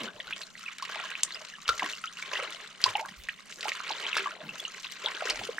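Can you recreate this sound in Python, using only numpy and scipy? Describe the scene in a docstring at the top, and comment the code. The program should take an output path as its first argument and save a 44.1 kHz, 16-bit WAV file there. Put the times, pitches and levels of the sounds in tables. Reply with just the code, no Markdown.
"""Trapped air rings as gliding bubbles while a hand stirs wet leaves in a plastic basin of water.
Single bubbles and dense swarms are decaying sines; splashes, snapping films and thuds are shaped
noise bursts. A stereo microphone hears them close by in a quiet kitchen, with a short sparse echo tail
and steady noise as background."""
import sys
import numpy as np
from scipy import signal
from scipy.fft import rfft, irfft, next_fast_len
from scipy.io import wavfile
from scipy.ndimage import uniform_filter1d

SR = 44100
rng = np.random.default_rng(int(sys.argv[2]) if len(sys.argv) > 2 else 0)


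def makeup_ratio(level_db):
    """Linear amplitude ratio for a level in decibels (20 dB per factor of ten)."""
    decades = np.asarray(level_db, float) / 20
    return 10 ** decades


def generate_wav(signal):
    """Clip the signal to [-1, 1] and save it as 16-bit WAV at the path in sys.argv[1]."""
    frames = np.transpose(np.atleast_2d(signal))
    scaled = np.clip(frames, -1, 1) * 32767
    pcm = np.round(scaled).astype(np.int16)
    wavfile.write(sys.argv[1], SR, pcm)


N = 246871  # samples

# The clearest bubbles. Each row: start in seconds, level in dB before flutter, start pitch in Hz,
# t60 in seconds, pitch rise over t60 as a share of the start pitch.
CLEAR_BUBBLES = [(0.0115, -30, 3430, 0.022, -.5), (0.076, -30.5, 1446, 0.056, 0.3),
                 (0.195, -33.5, 506, 0.019, 1.5), (0.2012, -28.5, 3770, 0.028, -1),
                 (0.2012, -24, 2120, 0.014, -0.5), (0.275, -36.5, 1430, 0.05, 0.2),
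                 (0.326, -18.5, 2400, 0.021, 0.5), (0.333, -21, 3030, 0.009, 0.5),
                 (.434, -26, 4070, 0.015, 0.1), (.553, -34, 1990, 0.016, 0), (0.636, -36, 1370, 0.024, 0),
                 (0.6607, -28.5, 2650, 0.026, -0.1), (0.681, -27, 2340, 0.022, 0),
                 (0.696, -35, 1250, 0.015, 0), (.797, -30, 1220, 0.038, 1), (0.8236, -26, 1013, 0.042, 0.5),
                 (0.898, -18, 960, 0.0053, 2.5), (.959, -26.5, 788, 0.038, 1),
                 (.993, -21.5, 1520, 0.023, -0.5), (1.0994, -19, 1900, 0.0095, -0.7),
                 (1.1536, -13, 2530, 0.0046, 0), (1.232, -23, 2750, 0.017, 2),
                 (1.2346, -9, 6370, 0.0059, 1.23), (1.278, -46, 1133, 0.069, -0.5),
                 (1.322, -31, 4550, 0.019, -0.6), (1.338, -33, 3200, .015, .2),
                 (1.3456, -30, 4900, 0.016, 0.2), (1.526, -35, 2900, .016, 0), (1.537, -36, 1750, .05, -.1),
                 (1.553, -30, 3060, 0.02, -0.2), (1.584, -38, 1150, .03, .1),
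                 (1.657, -27, 3060, 0.02, -0.3), (1.6793, -17, 3570, 0.0059, 0.7),
                 (1.6902, -4.5, 1340, 0.02, 0.1), (1.6912, -23, 490, 0.022, 0),
                 (1.7032, -27, 1280, 0.05, 0.2), (1.714, -24, 1400, .055, -.1),
                 (1.737, -34, 1366, 0.092, -0.05), (1.7955, -25, 2150, 0.022, -0.4),
                 (1.807, -29, 1750, .03, -.3), (1.822, -14, 1067, 0.016, -0.2),
                 (1.827, -24, 820, 0.035, -0.6), (1.841, -28, 1700, 0.06, 1.0),
                 (1.934, -27, 2800, 0.022, 0), (2.04, -19.5, 1410, 0.021, -0.26),
                 (2.051, -43, 1372, 0.16, 0.02), (2.073, -30.5, 2830, 0.046, 0.9),
                 (2.1707, -23, 2630, 0.014, 0.5), (2.189, -30.5, 1470, 0.024, 0),
                 (2.2245, -26, 2284, 0.026, 0), (2.314, -24, 1370, 0.024, 2.5),
                 (2.356, -23.5, 1790, 0.016, 0.5), (2.361, -24, 2620, 0.052, 0.4),
                 (2.393, -31, 484, 0.052, 0.8), (2.399, -19, 1500, 0.012, -0.5),
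                 (2.4253, -35, 505, 0.067, 1), (2.439, -29, 1390, 0.025, -1),
                 (2.84, -4.5, 5190, 0.0066, -0.65), (2.859, -14.5, 944, 0.035, 0.5),
                 (2.876, -30.5, 1010, 0.037, 3), (2.889, -29, 2340, 0.019, 0), (2.909, -36, 960, 0.034, 0),
                 (2.917, -40, 1164, 0.076, 2), (2.918, -33, 2800, .02, 0.5),
                 (2.952, -20.5, 786, 0.068, 0.53), (2.953, -17, 3210, 0.015, -1),
                 (2.964, -26, 2400, .015, -1.5), (2.9814, -29, 2160, 0.035, 0.3),
                 (2.983, -35, 615, 0.0385, -1), (2.995, -26.5, 896, 0.056, 0), (3.008, -38.5, 590, 0.14, 2),
                 (3.023, -33, 704, 0.093, 2.1), (3.051, -34, 1340, 0.024, 1.5),
                 (3.0583, -25.5, 926, 0.018, 1.1), (3.086, -38, 920, 0.017, -0.5),
                 (3.088, -32, 1950, 0.019, -0.3), (3.287, -15.5, 1855, 0.015, 0),
                 (3.2902, -25.5, 2040, 0.03, 3), (3.293, -37, 1720, 0.05, -0.5),
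                 (3.6546, -25.5, 772, 0.07, 1), (3.7187, -13, 2290, 0.0052, -0.5),
                 (3.7602, -24, 3840, 0.01, -0.5), (3.8032, -20.5, 1320, 0.0086, 0),
                 (3.8922, -24, 4450, 0.019, 1.5), (3.904, -20, 756, 0.018, 0.7),
                 (3.9212, -21, 3080, 0.019, 1.5), (4.051, -26.5, 2200, 0.037, 1.2),
                 (4.066, -21, 3150, .016, 0.05), (4.1297, -13.5, 2870, 0.0076, -0.3),
                 (4.1672, -6.5, 1190, 0.0062, 0.5), (4.175, -19.5, 2650, 0.014, 0.1),
                 (4.1785, -29, 5400, .015, 0), (4.18, -19, 1650, 0.018, 0.2), (4.19, -36, 396, .17, -0.06),
                 (4.198, -22, 2570, 0.017, 0.5), (4.2587, -23, 1150, 0.039, 0.05),
                 (4.2705, -16.5, 1000, 0.023, 0.4), (4.2722, -23.5, 1540, 0.026, 0.3),
                 (4.3084, -26, 1320, 0.026, 0.5), (4.366, -30.5, 540, 0.012, 4.5),
                 (4.4917, -23.5, 2676, 0.02, 0), (4.509, -35, 2940, 0.018, -0.5),
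                 (4.5973, -29, 3350, 0.045, 0.1), (4.651, -22.5, 3000, 0.03, -.5),
                 (4.678, -39.5, 1285, 0.037, 0), (4.68, -32, 6730, 0.0095, -0.3),
                 (4.8454, -18, 2480, 0.011, 0.5), (4.8683, -26, 3200, 0.012, 0.8),
                 (5.0426, -28, 456, 0.043, 1.7), (5.0605, -11.5, 3810, 0.0085, -0.5),
                 (5.0665, -29.5, 863, 0.051, 0.5), (5.173, -24, 1580, 0.015, 0),
                 (5.212, -20, 1410, 0.0097, 0), (5.2217, -18, 560, 0.016, 1),
                 (5.253, -23.5, 520, 0.026, -0.5), (5.27, -17, 1360, 0.014, 0.5),
                 (5.2916, -24, 2920, 0.016, -0.5), (5.302, -27, 547, 0.027, 2),
                 (5.304, -14.5, 1900, 0.011, 0.5), (5.3056, -11, 4400, 0.0099, 0.9),
                 (5.333, -33, 484, 0.017, 1), (5.392, -26, 450, 0.017, 1), (5.4109, -27, 637, 0.024, 1),
                 (5.49, -19.5, 500, 0.029, -0.26), (5.583, -9, 1450, 0.0081, 1)]
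BUBBLE_RISE_CYCLES, SWARM_RISE_CYCLES = 1.1, 3.5  # time constant of the onset, in cycles
FADE_BEND = 1.12  # above 1 a bubble holds a moment, then dies quickly
FLUTTER_DB, PATTER_DB = 3.6, 2.3  # rms flutter of the clear bubbles, rms quick bunching of the stirring

# Bubble swarms, large, middle and fine. Each row: lowest pitch in Hz, highest pitch in Hz, bubbles per
# second, mean cycles to t60, size spread in dB, share of smooth wash at middling stirring.
SWARMS = [(350, 1000, 450, 16, 4.3, .45), (1050, 4000, 1800, 22, 4.7, .28),
          (4000, 10500, 1200, 34, 4.7, .28)]
# Strength of stirring before bunching. Each row: time in seconds, level of the middle swarm in dB,
# large swarm above the middle one in dB.
STIRRING = [(0, -35, -13.5), (.04, -39.5, -5.5), (.12, -55.5, 0), (.3, -49, -10.5), (.52, -59.5, -6),
            (.65, -49.5, -37), (.8, -49.5, -19), (1.0, -38, -12.5), (1.17, -42.5, -21), (1.3, -51.5, -16),
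            (1.4, -49, -7.5), (1.62, -56, -26), (1.7, -42, -4.5), (1.765, -47.5, -5), (1.84, -39.5, -21),
            (1.93, -46, -13), (2.0, -55, -21), (2.15, -50, -29), (2.32, -40, -9), (2.55, -44, -13.5),
            (2.78, -51, -13), (2.9, -39.5, -9), (3.1, -55, -10), (3.4, -55.5, -23), (3.56, -53.5, -9.5),
            (3.68, -41, -8), (3.82, -44, -23), (3.91, -38.5, -9), (3.98, -47.5, -11), (4.06, -35.5, -7),
            (4.12, -39.5, -23), (4.15, -36, -16), (4.19, -33.5, -7.5), (4.24, -40.5, -24),
            (4.33, -50, -8.5), (4.38, -51, 2.5), (4.44, -50, -1.5), (4.5, -50, -10), (4.65, -48.5, -8.5),
            (4.8, -46.5, -17.5), (4.92, -48.5, -20), (5.09, -39.5, -8), (5.19, -43, -15),
            (5.3, -34.5, -10.5), (5.35, -42, -10.5), (5.48, -47.5, -13), (5.6, -53.5, 0)]
# Fine spray follows the stirring only in part: dB under the middle swarm when that is at
# STIR_MID_DB, and dB gained per dB of stirring.
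SPRAY_DB, STIR_MID_DB, SPRAY_SLOPE = -13, -41.5, 0.66
# Slow thinning and thickening of the spray around that rule. Each row: time in seconds, change in dB.
TREBLE_DRIFT = [(0, -6), (.4, 4), (1.0, -3), (1.35, 0.5), (1.64, 1.5), (1.74, 0.5), (1.82, 2), (2.5, 0.5),
                (2.9, 0), (3.4, -1.5), (3.55, 11), (3.75, -1), (4.2, 1), (4.4, -10), (4.6, 4), (5.1, -1),
                (5.4, 3.5)]
# Spectrum weighting of the tiny film snaps. Each row: frequency in Hz, gain in dB.
SNAP_SPECTRUM = [(800, -38), (2000, 1), (4000, -4.5), (7000, -5.5), (10000, -30), (13000, -19.5),
                 (16000, -32)]
SNAPS_PER_S, SNAPS_DB = 280, 4.5  # rate; level over the fine swarm

# Splashes and snapping films. Each row: start in seconds, level in dB, centre frequency in Hz.
SPLASHES = [(0.0327, -20, 5600), (0.307, -23, 2710), (0.4148, -22, 4080), (0.716, -32, 2680),
            (0.7832, -27, 2840), (0.823, -18.5, 3920), (.85, -22.5, 3300), (1.2322, -4, 8140),
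            (1.678, -12.5, 3600), (1.6895, -9.5, 3640), (1.7932, -19, 2820), (1.8948, -20, 4070),
            (1.95, -25.5, 4800), (2.037, -27.5, 2680), (2.818, -26, 5130), (2.8395, -10, 3820),
            (2.861, -15.5, 7050), (2.8912, -24, 3200), (2.993, -20.5, 2510), (3.0837, -29, 3620),
            (3.2862, -30, 2680), (3.608, -20, 4770), (4.142, -25, 2200), (4.153, -19, 3000),
            (4.167, -11, 3520), (4.172, -15, 4950), (4.181, -21, 3000), (4.192, -21, 2410),
            (4.228, -30, 2500), (5.113, -25, 2260), (5.2979, -9, 4800), (5.3901, -21.5, 2830)]
SPLASH_CYCLES, SPLASH_RISE_S = 75.5, 0.0037  # cycles of the centre frequency to t60; onset constant
# Water slopping against the basin wall. Each row: start in seconds, level in dB, centre frequency
# in Hz, t60 in seconds.
THUDS = [(.002, -31.5, 230, 0.22), (0.13, -52, 100, 0.24), (.257, -52, 27.8, 0.28), (1.68, -32, 53, 0.15),
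         (1.814, -29, 305, 0.14), (2.858, -42, 99, 0.17), (3.08, -39.5, 180, 0.14),
         (3.167, -40, 36.3, 0.24), (4.426, -41, 188, 0.37), (4.171, -42, 400, 0.14), (5.3, -53, 31, 0.58),
         (5.36, -46.5, 260, 0.66), (5.383, -43, 100, 0.2)]
# Single sharp film snaps. Each row: start in seconds, level in dB, centre frequency in Hz.
TICKS = [(0.784, -26, 6740), (1.104, -26, 7000), (1.2336, -11, 6970), (2.506, -26, 7640),
         (2.816, -23, 5070), (2.84, -16, 4620), (2.8923, -29, 4360), (2.97, -22.5, 5100),
         (3.059, -24, 5670), (3.1684, -35, 5050), (3.237, -29.5, 4260), (3.287, -28, 4310),
         (4.134, -34, 4190), (4.602, -21, 4900), (4.72, -31, 4410), (4.824, -33, 4730), (5.2844, -22, 4610)]
TICK_T60, TICK_APART = 0.0027, 1  # seconds; noise of each port alone, relative to the shared noise

# Where the hand is. Each row: time in seconds, left over right in dB.
HAND_PAN = [(0, 1), (.64, -1.5), (1.67, 0.5), (2.5, 0), (3.32, -1.5), (3.9, -1.5), (4.08, -0.5), (4.6, 0.5),
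            (4.83, -1.5), (5.07, 0.5), (5.6, -1)]
# Phase lag of the left port behind the right. Each row: frequency in Hz, lag in radians.
PORT_LAG = [(200, .09), (700, .12), (2300, .6), (8000, .95), (14000, 1.4)]
KITCHEN_T60, KITCHEN_DB = 0.1, -11  # seconds; total level of the tail under the direct sound
# Spectrum of the kitchen hush. Each row: frequency in Hz, relative level in dB per Hz.
HUSH_SPECTRUM = [(20, -4.5), (60, -13), (120, -11), (150, 0.5), (200, 4.5), (300, -8), (800, -11),
                 (1400, -48), (3000, -41), (8000, -20), (14000, -45), (16400, -51)]
HUSH_DB = -62.5  # rms
EDGE_HZ = 16300  # upper band limit

LEFT_RIGHT = np.array([[1], [-1]])


def evened(x):
    """Normalization: scales a signal to an rms of 1."""
    return x / np.sqrt(np.mean(x ** 2) + 1e-20)


def add(mix, s, sound):
    """Superposition: sums a sound into the mix at time s."""
    part = mix[round(s * SR):][:len(sound)]
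    part += sound[:len(part)]


def coloured(x, points):
    """Linear filtering: weights the spectrum by (Hz, dB) points joined on a logarithmic axis."""
    size = next_fast_len(x.shape[-1])
    f, db = np.transpose(points)
    hz = np.fft.rfftfreq(size, 1 / SR)
    gain = makeup_ratio(np.interp(np.log(hz + 1), np.log(f + 1), db))
    return irfft(rfft(x, size) * gain, size)[..., :x.shape[-1]]


def along(table, column):
    """Linear interpolation: one column of a time table at every sample."""
    rows = np.array(table)
    return np.interp(np.arange(N) / SR, rows[:, 0], rows[:, column])


def clicks(per_s, spread_db):
    """Random impulse train: exponential sizes in dB, most small and a few large."""
    hits = rng.random(N) < per_s / SR
    sizes = np.minimum(rng.exponential(1, N), 3.7)
    return hits * makeup_ratio(spread_db * sizes)


def clumps(depth_db, size=900):
    """Random modulation: water breaks in bunches, from noise smoothed twice over size samples."""
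    noise = rng.standard_normal(N)
    smooth = uniform_filter1d(uniform_filter1d(noise, size), size)
    return makeup_ratio(depth_db * evened(smooth))


def bubble(hz, t60, rise, start):
    """Damped resonance: a pocket of air rings and dies, its pitch sliding as it nears the surface."""
    t = np.arange(int(t60 * SR)) / SR
    turns = hz * (t + rise * t * t / t60 / 2)
    fade = makeup_ratio(-60 * (t / t60) ** FADE_BEND)
    return (1 - np.exp(-t / start)) * fade * np.sin(2 * np.pi * turns)


def clear_bubbles():
    """Resonance under modulation: single bubbles flutter as the surface shakes them."""
    out = np.zeros(N)
    for s, db, hz, t60, rise in CLEAR_BUBBLES:
        add(out, s, makeup_ratio(db) * bubble(hz, t60, rise, start=BUBBLE_RISE_CYCLES / hz))
    return out * clumps(FLUTTER_DB, size=150)


def swarm(lo_hz, hi_hz, per_s, cycles, spread_db, wash):
    """Superposed resonances: 24 kinds of bubble, scattered left and right, over a smooth wash."""
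    out = np.zeros((2, N))
    for k, (jitter, life, rise, side) in enumerate(rng.random((24, 4))):
        hz = lo_hz * (hi_hz / lo_hz) ** ((k + jitter) / 24)
        t60 = cycles * (.4 + 1.2 * life) / hz
        ring = bubble(hz, t60, 1.1 * rise - .3, start=SWARM_RISE_CYCLES / hz)
        ring = evened(ring) / np.sqrt(len(ring))  # equal energy
        sound = signal.oaconvolve(clicks(per_s / 24, spread_db), ring)[:N]
        side_db = 15.0 * (hz / 4000) ** 0.62 * (side - .5) * LEFT_RIGHT
        fine_db = -.5 * k * (lo_hz > 3000)  # in the fine swarm, the finest are faintest
        out += sound * makeup_ratio(side_db + fine_db)
    band = [(lo_hz / 5, -70), (lo_hz / 2, -25), (lo_hz, 0), (hi_hz, -3 - hi_hz / 700), (hi_hz * 2, -45)]
    # harder stirring blends the bubbles into a rush
    merging = wash * makeup_ratio(.6 * (along(STIRRING, column=1) - STIR_MID_DB))
    noise = rng.standard_normal(N) + hi_hz / 30000 * rng.standard_normal((2, N))
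    return evened(evened(out) + merging * evened(coloured(noise, band)))


def snaps():
    """Impulsive radiation: tiny films burst as puffs of a few milliseconds, in 24 colours and places."""
    t, out = np.arange(512) / SR, np.zeros((2, N))
    for noise, (pitch, life, side) in zip(rng.standard_normal((24, 3, 512)), rng.random((24, 3))):
        hz = 2500 * 5.5 ** pitch
        mixed = noise[0] + (0.1 + 1.8 * pitch ** 3) * noise[1:]  # brighter puffs differ more by port
        puff = evened(coloured(mixed, [(hz / 3, -20), (hz, 0), (hz * 3.1, -12)]))
        fade_db = -60 * t / (.003 + .006 * life)
        side_db = 5.0 * (side - .5) * LEFT_RIGHT
        puff = puff * (1 - np.exp(-t / .002)) * makeup_ratio(fade_db + side_db)
        out += signal.oaconvolve(clicks(SNAPS_PER_S / 24, 4.2)[None], puff, axes=1)[:, :N]
    return evened(coloured(out, SNAP_SPECTRUM))


def stirring():
    """Amplitude modulation: the three swarms and the film snaps follow the hand."""
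    large, middle, fine = (swarm(*row) for row in SWARMS)
    spray = clumps(2.2) * (fine + makeup_ratio(SNAPS_DB) * snaps())
    level_db = along(STIRRING, column=1)
    spray_db = STIR_MID_DB + SPRAY_DB + SPRAY_SLOPE * (level_db - STIR_MID_DB)
    spray_db = spray_db + along(TREBLE_DRIFT, column=1)
    bubbles = makeup_ratio(level_db) * (makeup_ratio(along(STIRRING, column=2)) * large + middle)
    return clumps(2.18) * clumps(PATTER_DB, size=200) * (bubbles + makeup_ratio(spray_db) * spray)


def splashes():
    """Damped noise: bursts of spray in which the brightest die fastest."""
    t, out = np.arange(8192) / SR, np.zeros(N)
    for s, db, hz in SPLASHES:
        noise = rng.standard_normal(8192)
        ragged = makeup_ratio(3.0 * evened(uniform_filter1d(noise[::-1], 60)))  # droplets land unevenly
        spray = evened(coloured(noise, [(150, -60), (700, -22), (hz / 2, -6), (hz, 0),
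                                        (min(hz * 2.07, 11000), -17), (16500, -40)]))
        fade = makeup_ratio(db - 60 * t * hz / SPLASH_CYCLES)
        add(out, s, fade * (1 - np.exp(-t / SPLASH_RISE_S)) * ragged * spray)
    return out


def thuds():
    """Damped low-frequency noise: water slops against the basin wall with a soft onset."""
    t, out = np.arange(16384) / SR, np.zeros(N)
    for s, db, hz, t60 in THUDS:
        noise = rng.standard_normal(16384)
        slop = evened(coloured(noise, [(hz / 4, -35), (hz, 0), (hz * 1.76, -12), (hz * 4, -40)]))
        add(out, s, makeup_ratio(db - 60 * t / t60) * (1 - np.exp(-t / 0.016)) ** 2 * slop)
    return out


def ticks():
    """Impulsive radiation: single film snaps are bright noise puffs of a few milliseconds."""
    t, out = np.arange(1024) / SR, np.zeros((N, 2))
    for s, db, hz in TICKS:
        noise = rng.standard_normal((3, 1024))
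        mixed = noise[0] + TICK_APART * noise[1:]
        puff = evened(coloured(mixed, [(1500, -30), (hz / 1.5, -5), (hz, 0), (11000, -12), (16500, -30)]))
        envelope = (1 - np.exp(-t / 0.00021)) * makeup_ratio(db - 60 * t / TICK_T60)
        add(out, s, (puff * envelope).T)
    return out.T


def placed(water):
    """Stereo level and phase differences: level follows the hand, and the left port lags."""
    water = water * makeup_ratio(along(HAND_PAN, column=1) * .5 * LEFT_RIGHT)
    size, (f, lag) = next_fast_len(N), np.transpose(PORT_LAG)
    hz = np.fft.rfftfreq(size, 1 / SR)
    turn = np.exp(-1j * np.interp(np.log(hz + 1), np.log(f), lag))
    water[0] = irfft(rfft(water[0], size) * turn, size)[:N]
    return water


def surroundings(x):
    """Reverberation: sparse dull echoes from basin and kitchen, different at each port."""
    t = np.arange(SR // 4) / SR
    echoes = rng.standard_normal((2, len(t))) * (rng.random((2, len(t))) < .1)
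    tail = echoes * makeup_ratio(-60 * t / KITCHEN_T60) * (t > .002)
    tail = coloured(tail, [(150, -20), (600, -6), (2000, -9.5), (12000, -12.0)])
    tail *= makeup_ratio(KITCHEN_DB) / np.linalg.norm(tail, axis=1, keepdims=True)
    return x + signal.oaconvolve(x, tail, axes=1)[:, :N]


def hush():
    """Stationary noise: air and appliances of the kitchen, partly shared by both ports."""
    noise = rng.standard_normal(N) + 1.96 * rng.standard_normal((2, N))
    return makeup_ratio(HUSH_DB) * evened(coloured(noise, HUSH_SPECTRUM))


def scene():
    """Superposition: the water sounds at the hand, their echoes and the kitchen hush."""
    water = stirring()
    # bubbles and splashes are thin in the bass, 20 dB down below 100 Hz
    water = water + coloured(clear_bubbles() + splashes(), [(100, -20), (350, 0)])
    water = water + thuds() + ticks()
    return surroundings(placed(water)) + hush()


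def top_cut(x):
    """Nothing passes above the cut-off."""
    return signal.sosfilt(signal.butter(12, 16520, fs=SR, output="sos"), x)


def record(dry):
    """Band limitation: a linear-phase low-pass removes the highest treble."""
    low_pass = signal.firwin(255, EDGE_HZ, fs=SR)
    mix = signal.oaconvolve(dry, low_pass[None], "same")
    return top_cut(mix)


dry = scene()
out = record(dry)
generate_wav(out)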